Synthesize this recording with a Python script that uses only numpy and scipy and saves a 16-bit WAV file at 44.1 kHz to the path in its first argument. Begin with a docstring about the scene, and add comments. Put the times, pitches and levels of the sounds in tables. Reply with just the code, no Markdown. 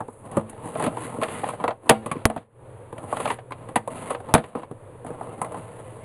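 """Plastic trays of glitter jars

A small room, microphone close in. Clear plastic trays full of small jars are slid off a stack, lifted and
set down again over a soft rush and mains hum. Edges knock, jars clatter in their wells, tray scrapes over
tray, and every contact rings the same hollow trays. Three hard landings overload the recorder, whose
microphone has a notch near 5.5 kHz and a sizzling peak at 10 kHz."""
import sys
import numpy as np
from scipy import signal
from scipy.fft import rfft, irfft
from scipy.io import wavfile
from scipy.ndimage import uniform_filter1d

SR = 44100
rng = np.random.default_rng(int(sys.argv[2]) if len(sys.argv) > 2 else 0)


def unload_wav(signal):
    """Save mono or channel-first audio to the path in sys.argv[1] as 16-bit WAV at rate SR, clipped to [-1, 1]."""
    wavfile.write(
        sys.argv[1],
        SR,
        np.round(np.clip(np.atleast_2d(signal).T, -1, 1) * 32767).astype(np.int16),
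    )


N = 266364
TIME = np.arange(N) / SR

# modes of the hollow trays: f/Hz, level/dB, t60/s
TRAY_MODES = [(163.6,0.5,0.062),(221.1,0,0.39),(334,-1.5,0.46),(358,-1.5,0.13),(434,-4.5,0.13),(487,3.5,0.12),(620,-15,0.69),(656.7,2,0.2),(783.5,-1,0.18),(890,-7.5,0.079),(1032,-5.5,0.081),(1075,-4.5,0.25),(1292,1,0.086),(1394,0,0.19),(1770,-4.5,0.1),(2000,-1.5,0.048),(2110,-13.5,0.064),(2750,-8.5,0.071),(2960,-23,0.046),(3900,-8.5,0.11)]
# spectrum of one plastic contact: f/Hz, level/dB
CONTACT_SPECTRUM = [(40,-19),(90,-8),(170,0.5),(250,3.5),(370,-6),(480,2),(700,1.5),(1070,-2),(1500,-14.5),(2600,-18.5),(4000,-27),(7000,-33.5),(12000,-20.5)]
# four bands, bass to treble: lower f/Hz, upper f/Hz
BANDS = [(30,350),(350,1500),(1500,5500),(5500,13000)]


def undb(db):
    """Decibels to gain."""
    return 10 ** (np.asarray(db) / 20)


def unit(x):
    """Scale to rms 1."""
    return x / np.sqrt(np.mean(x ** 2))


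def decay(age, t60):
    """Envelope that falls 60 dB in t60 seconds."""
    return np.exp(-np.log(1000) * age / t60)


def colour(x, points, size=2048):
    """Minimum-phase filter through points of f/Hz, level/dB."""
    hz, db = np.transpose(points)
    bins = np.fft.rfftfreq(size, 1 / SR)
    gain = undb(np.interp(np.log(bins + 1), np.log(hz), db))
    cepstrum = irfft(np.log(gain))
    cepstrum[1:size // 2] *= 2
    cepstrum[size // 2 + 1:] = 0
    return signal.fftconvolve(x, irfft(np.exp(rfft(cepstrum))))[:len(x)]


def band(x, edges, order=3):
    """Band-pass along the last axis."""
    return signal.sosfilt(signal.butter(order, edges, "bandpass", fs=SR, output="sos"), x)


def wander(rate_hz):
    """Smooth random drift with rms 1."""
    hold = max(int(SR / rate_hz), 1)
    steps = np.repeat(rng.standard_normal(N // hold + 1), hold)
    return unit(uniform_filter1d(steps, hold)[:N])


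def ring(hz, t60, size=16384):
    """One struck mode."""
    age = np.arange(size) / SR
    return decay(age, t60) * np.sin(2 * np.pi * hz * age)


def resonance(x, hz, width_hz):
    """A resonant peak with gain 1 at its centre."""
    return signal.lfilter(*signal.iirpeak(hz, hz / width_hz, fs=SR), x)


def room_tone(level_db=-40.5, hum_hz=120, hum_db=-9, flutter_db=-0.06, waver_db=2.5):
    """The room's bed: a soft fan-like rush with a slightly wavering mains hum."""
    # spectrum of the rush: f/Hz, level/dB
    rush_spectrum = [(25,-3),(60,-9.5),(110,11.5),(180,-8),(350,-5),(520,3),(700,-11),(950,-9),(1400,-19.5),(2500,-29),(4500,-41.5),(7500,-48),(12000,-33.5)]
    rush = unit(colour(rng.standard_normal(N), rush_spectrum)) * undb(flutter_db * wander(17))
    hum = unit(np.sin(2 * np.pi * hum_hz * TIME)) * undb(hum_db + waver_db * wander(5))
    return unit(rush + hum) * undb(level_db)


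def room_tail(x, wet_db=-17, treble_db=-6, low_t60=0.11, high_t60=0.26, build_s=0.013, size=32768):
    """Desk, mirror and near walls return a short, dull, diffuse tail."""
    age = np.arange(size) / SR
    noise = rng.standard_normal(size) * (1 - np.exp(-age / build_s))
    tail = 0
    for edges, height in zip(BANDS, np.linspace(0, 1, len(BANDS))):
        echoes = noise * decay(age, low_t60 + height * (high_t60 - low_t60))
        tail = tail + undb(height * treble_db) * band(echoes / np.linalg.norm(echoes), edges)
    return undb(wet_db) * signal.fftconvolve(x, tail)[:N]


def level_dips(fall_s=0.067, recover_s=0.12):
    """Gain of room tone, tail and tray ring: it dips briefly and recovers more slowly."""
    # deepest point of each dip: t/s, level/dB
    dips = [(0.14, -6.5), (1.80, -8), (2.47, -17.5), (3.439, -3.5), (3.84, -3.5), (4.51, -10), (4.679, -4)]
    gain_db = 0
    for t, db in dips:
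        width_s = np.where(TIME < t, fall_s, recover_s)
        gain_db += db * np.exp(-((TIME - t) / width_s) ** 2)
    return undb(gain_db)


def tray_ring(x, ring_db=-3):
    """The hollow trays ring on after every contact."""
    # dividing by the decay time makes each mode's level its gain at resonance
    modes = sum(undb(db) * 2 * np.log(1000) / (t60 * SR) * ring(hz, t60) for hz, db, t60 in TRAY_MODES)
    return undb(ring_db) * signal.fftconvolve(x, modes)[:N]


def stroke_gains(attack_s=0.019, release_s=0.022):
    """Rub, grit and hiss in time: each stroke gets going, swells or eases evenly, and comes to rest."""
    # tray over tray, or hand over lid: t/s, length/s, hollow rub/dB, grit/dB, hiss/dB, swell/dB
    strokes = [(0.1, 0.14, -52.5, -67, -54.5, -5), (0.26, 0.14, -43.5, -58, -59, 10),
               (0.477, 0.14, -49.5, -60, -62, 7), (0.662, 0.13, -39, -49.5, -47, -2.5),
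               (0.804, 0.052, -29, -36.5, -41.5, 4), (0.885, 0.37, -38, -52.5, -51.5, 3.5),
               (0.999, 0.062, -55, -43, -43, 3.5), (1.283, 0.25, -36, -39.5, -41.5, -1.5),
               (1.622, 0.097, -30, -44, -49, -17), (1.843, 0.058, -45.5, -58.5, -57.5, 10),
               (2.027, 0.39, -45.5, -52, -59.5, -5.5), (2.965, 0.13, -45, -61.5, -58, 7),
               (3.112, 0.21, -39.5, -42.5, -44.5, 6.5), (3.55, 0.158, -51.5, -62.5, -66.5, 7.5),
               (3.915, 0.22, -39, -45.5, -46, 2), (4.262, 0.12, -40, -51, -56, 4),
               (4.419, 0.067, -47, -55, -57.5, 2.5), (4.56, 0.065, -41.5, -53.5, -58, 2),
               (5.082, 0.49, -41.5, -56, -57, 2), (5.577, 0.46, -46, -55, -55, 0)]
    gains = np.zeros((3, N))
    for start, length, rub_db, grit_db, hiss_db, swell_db in strokes:
        age = TIME - start
        moving = np.exp(np.minimum(age, 0) / attack_s - np.maximum(age - length, 0) / release_s)
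        push = moving * undb(swell_db * np.clip(age / length, 0, 1))
        gains += np.outer(undb([rub_db, grit_db, hiss_db]), push)
    return gains


def slips(per_second, spread_db):
    """Stick-slip: tiny impacts at random moments, a few much larger than the rest."""
    sizes = undb(spread_db * np.minimum(rng.exponential(size=N), 4))
    return (rng.random(N) < per_second / SR) * sizes * rng.choice([-1, 1], N)


def sliding(rumble_db=-4, grit_db=-2, hiss_db=-8, judder_db=2.0, smear_db=-5, mode_db=-7, shift_db=6):
    """Ribs and jar lids catch and slip; the hand's push judders the whole tray."""
    rub, grit, hiss = stroke_gains()
    force = unit(slips(per_second=1500, spread_db=2.5)) + undb(smear_db) * rng.standard_normal(N)
    contact = colour(force * undb(judder_db * wander(80)), CONTACT_SPECTRUM)
    # as the point of contact travels, the tray's modes take turns to speak
    modes = sum(resonance(contact, hz, width_hz=70) * undb(mode_db + shift_db * wander(21))
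                for hz, _, _ in TRAY_MODES)
    gains = (rub * undb(rumble_db), rub, grit * undb(grit_db), hiss * undb(hiss_db))
    return sum(unit(band(contact + modes, edges)) * gain for edges, gain in zip(BANDS, gains))


def struck_wall(force, hz, width_hz=105, overtone_ratio=2.1, overtone_db=-5):
    """A plastic wall answers a blow with its lowest mode and one overtone."""
    overtone = resonance(force, overtone_ratio * hz, overtone_ratio * width_hz)
    return resonance(force, hz, width_hz) + undb(overtone_db) * overtone


def knocks(body_db=-7.5, clack_db=-1, tick_db=-12, wall_db=7, snap_db=4, snap_s=0.0018, rise_s=0.001,
           clatter_t60=0.072, treble_life=0.89, loudest_s=0.015, size=8192):
    """A sharp contact, then jars settling in their wells, voiced by the wall; the treble dies first."""
    # tray and jar knocks: t/s, level/dB, wall f/Hz, then relative to that level thud/dB, clack/dB, tick/dB
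    hits = [(0.004, -18.5, 820, -16.5, -27.5, -23), (0.081, -26.5, 430, -8.5, -31, -25.5),
            (0.314, -39.5, 463, -2.5, -10, -0.5), (0.368, -9, 550, -9, -26.5, -20),
            (0.373, -16.5, 580, -0.5, -26, -36), (0.496, -37.5, 687, -7, -10, 4.5),
            (0.655, -26.5, 789, -7, -27, -15), (0.753, -16.5, 646, -14, -24, -41),
            (0.797, -15.5, 844, -32, -21, -16), (0.823, -20.5, 619, -17, -14, -10),
            (0.839, -17.5, 468, -8.5, -12, -9), (0.863, -15.5, 600, -7, -14, -15),
            (0.874, -14.5, 611, -8.5, -23, -29), (0.969, -18.5, 930, -22, -21, -23),
            (1.183, -32.5, 450, 7, -28, -21), (1.214, -18, 1080, -20, -16, -18),
            (1.223, -11.5, 686, -28, -21, -23), (1.232, -17, 600, -40, -6.5, -9),
            (1.283, -24, 445, -31, -12, -26), (1.433, -15.5, 815, -24, -33, -35),
            (1.44, -15, 880, -25, -18, -35), (1.465, -23.5, 619, -16.5, -20, -29),
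            (1.487, -17.5, 1070, -25, -17, -15), (1.532, -21, 740, -16, -31, -26),
            (1.599, -24, 1010, -28, -23, -27), (1.639, -10, 680, -37, -20, -25.5),
            (1.678, -11.5, 969, -48, -14.5, -23), (1.684, -14.5, 649, -35.5, -26, -40),
            (1.706, -17.5, 692, -30, -18.5, -37), (1.893, 0, 440, -17.5, -9.5, -8.5),
            (1.906, -0.5, 650, -14, -17.5, -21), (2.06, -19.5, 517, -11, -17, -10.5),
            (2.114, -15, 1110, -13, -11, -13), (2.154, -32.5, 401, 2, -17, -26),
            (2.165, -29, 1080, 0, -15.5, -21), (2.299, -15.5, 720, -20, -23, -22),
            (2.362, -18, 730, -12, -27.5, -22.5), (2.375, -31.5, 680, -13, -11, -21.5),
            (2.926, -25, 489, -10.5, -23, -19.5), (2.98, -26.5, 627, -15, -15, -14.5),
            (3.126, -11, 1090, -28, -37, -23), (3.168, -19, 624, -24, -13, -14),
            (3.2, -16.5, 466, -36, -19, -13), (3.255, -12, 613, -28, -16, -32),
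            (3.275, -17.5, 1100, -30, -11.5, -20), (3.302, -13.5, 910, -32, -11, -29),
            (3.386, -27, 730, -37, -16.5, -39), (3.507, -26, 1030, -15, -21.5, -19.5),
            (3.52, -22.5, 1010, -33, -10, -20.5), (3.687, -28.5, 509, -13, -16.5, -18),
            (3.757, -6, 936, -28.5, -13.5, -11.5), (3.761, -7, 908, -15.5, -18.5, -29),
            (3.875, -15, 511, -21, -28.5, -18.5), (4.104, -14.5, 500, -32, -19, -14.5),
            (4.147, -18.5, 464, -29, -15, -34), (4.201, -26, 729, -13, -22, -21),
            (4.348, -0.5, 664, -11.5, -14.5, -17), (4.378, -18.5, 773, -7, -11.5, -15.5),
            (4.439, -28, 479, -12, -13.5, -28), (4.551, -16.5, 487, -10, -27.5, -29),
            (4.572, -24, 509, -10, -27, -38), (4.632, -25.5, 1020, -22, -19, -35),
            (4.711, -26, 414, -4, -28, -20.5), (5.046, -24.5, 692, -13, -37, -21.5),
            (5.064, -29, 487, -6, -15, -12), (5.103, -25, 757, -4, -32, -22),
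            (5.21, -19.5, 689, -21, -33, -29), (5.415, -13.5, 1030, -22, -21.5, -11),
            (5.445, -23.5, 1000, -23, -16.5, -13), (5.52, -23.5, 493, -19, -25, -17.5),
            (5.543, -22, 940, -17, -24, -23)]
    times, hit_db, wall_hz, thud, clack, tick = np.transpose(hits)
    age = np.arange(size) / SR
    out = np.zeros(N + size)
    noise = rng.standard_normal((len(hits), size)) * (1 - np.exp(-age / rise_s))
    snap = undb(snap_db) * np.exp(-age / snap_s)
    band_levels = (thud, body_db, clack + clack_db, tick + tick_db)
    band_lives = (1, 1, treble_life, treble_life)
    for edges, band_db, life in zip(BANDS, band_levels, band_lives):
        forces = noise * (snap + decay(age, life * clatter_t60))
        walls = np.array([struck_wall(force, hz) for force, hz in zip(forces, wall_hz)])
        voiced = forces + undb(wall_db) * walls
        blows = band(np.array([colour(blow, CONTACT_SPECTRUM) for blow in voiced]), edges)
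        # a blow's strength is the rms of its loudest moment
        power = uniform_filter1d(blows ** 2, int(loudest_s * SR), axis=1)
        gains = undb(hit_db + band_db) / np.sqrt(power.max(axis=1))
        for t, blow, gain in zip(times, blows, gains):
            start = int(t * SR)
            out[start:start + size] += gain * blow
    return out[:N]


def landings(thump_t60=0.027, rattle_t60=0.039, hollow_hz=221, hollow_t60=0.3, hollow_db=-33, size=16384):
    """A tray lands flat: its floor flexes hard, the desk thumps, the jars jump, the stack hums on."""
    # landings on the stack: t/s, level/dB, flex f/Hz, flex t60/s, thump f/Hz, thump/dB, rattle/dB
    drops = [(1.8965,12.5,476,0.014,206,-19.5,-18.5),(2.2543,12,604,0.0065,95,-10.5,-17.5),(4.3398,13,474,0.0094,71,-12,-13.5)]
    age = np.arange(size) / SR
    out = np.zeros(N + size)
    hollow = undb(hollow_db) * ring(hollow_hz, hollow_t60)
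    for t, db, flex_hz, flex_t60, thump_hz, thump_db, rattle_db in drops:
        flex = ring(flex_hz, flex_t60)
        thump = undb(thump_db) * ring(thump_hz, thump_t60)
        jars = unit(colour(rng.standard_normal(size), CONTACT_SPECTRUM))
        rattle = undb(rattle_db) * jars * decay(age, rattle_t60)
        start = int(t * SR)
        out[start:start + size] += undb(db) * (flex + thump + rattle + hollow)
    return out[:N]


def scene(carry_db=-11):
    """At the microphone: knocks, sliding and landings up close, tray ring and the room behind them."""
    shove = landings()
    contacts = knocks() + sliding()
    # a landing's shove of air is strong at the close microphone, but little of it carries further
    carried = contacts + undb(carry_db) * shove
    ringing = tray_ring(carried)
    lingering = ringing + room_tail(carried + ringing) + room_tone()
    return (contacts + shove + lingering * level_dips())[None]


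def record(dry, ceiling=0.7, overflow_db=4.5, roll_off_hz=12300, cut_off_hz=16500):
    """One close microphone: loud peaks are squashed, the loudest overflow to the other sign and crack."""
    # microphone response: f/Hz, level/dB
    microphone = [(20,-5),(3500,0.5),(4600,-3.5),(5500,-20.5),(6400,-0.5),(7500,7),(8800,10.5),(10100,15),(11000,0.5),(11900,-6),(12800,-35.5),(20000,-49.5)]
    picked_up = colour(dry[0], microphone)
    squashed = ceiling * np.tanh(picked_up / ceiling)
    wrapped = np.where(np.abs(picked_up) > undb(overflow_db), -squashed, squashed)
    # the recorder's top octave slopes away before the cut-off
    dulled = signal.sosfiltfilt(signal.butter(2, roll_off_hz, fs=SR, output="sos"), wrapped)
    return signal.sosfiltfilt(signal.butter(12, cut_off_hz, fs=SR, output="sos"), dulled)[None]


dry = scene()
out = record(dry)
unload_wav(out)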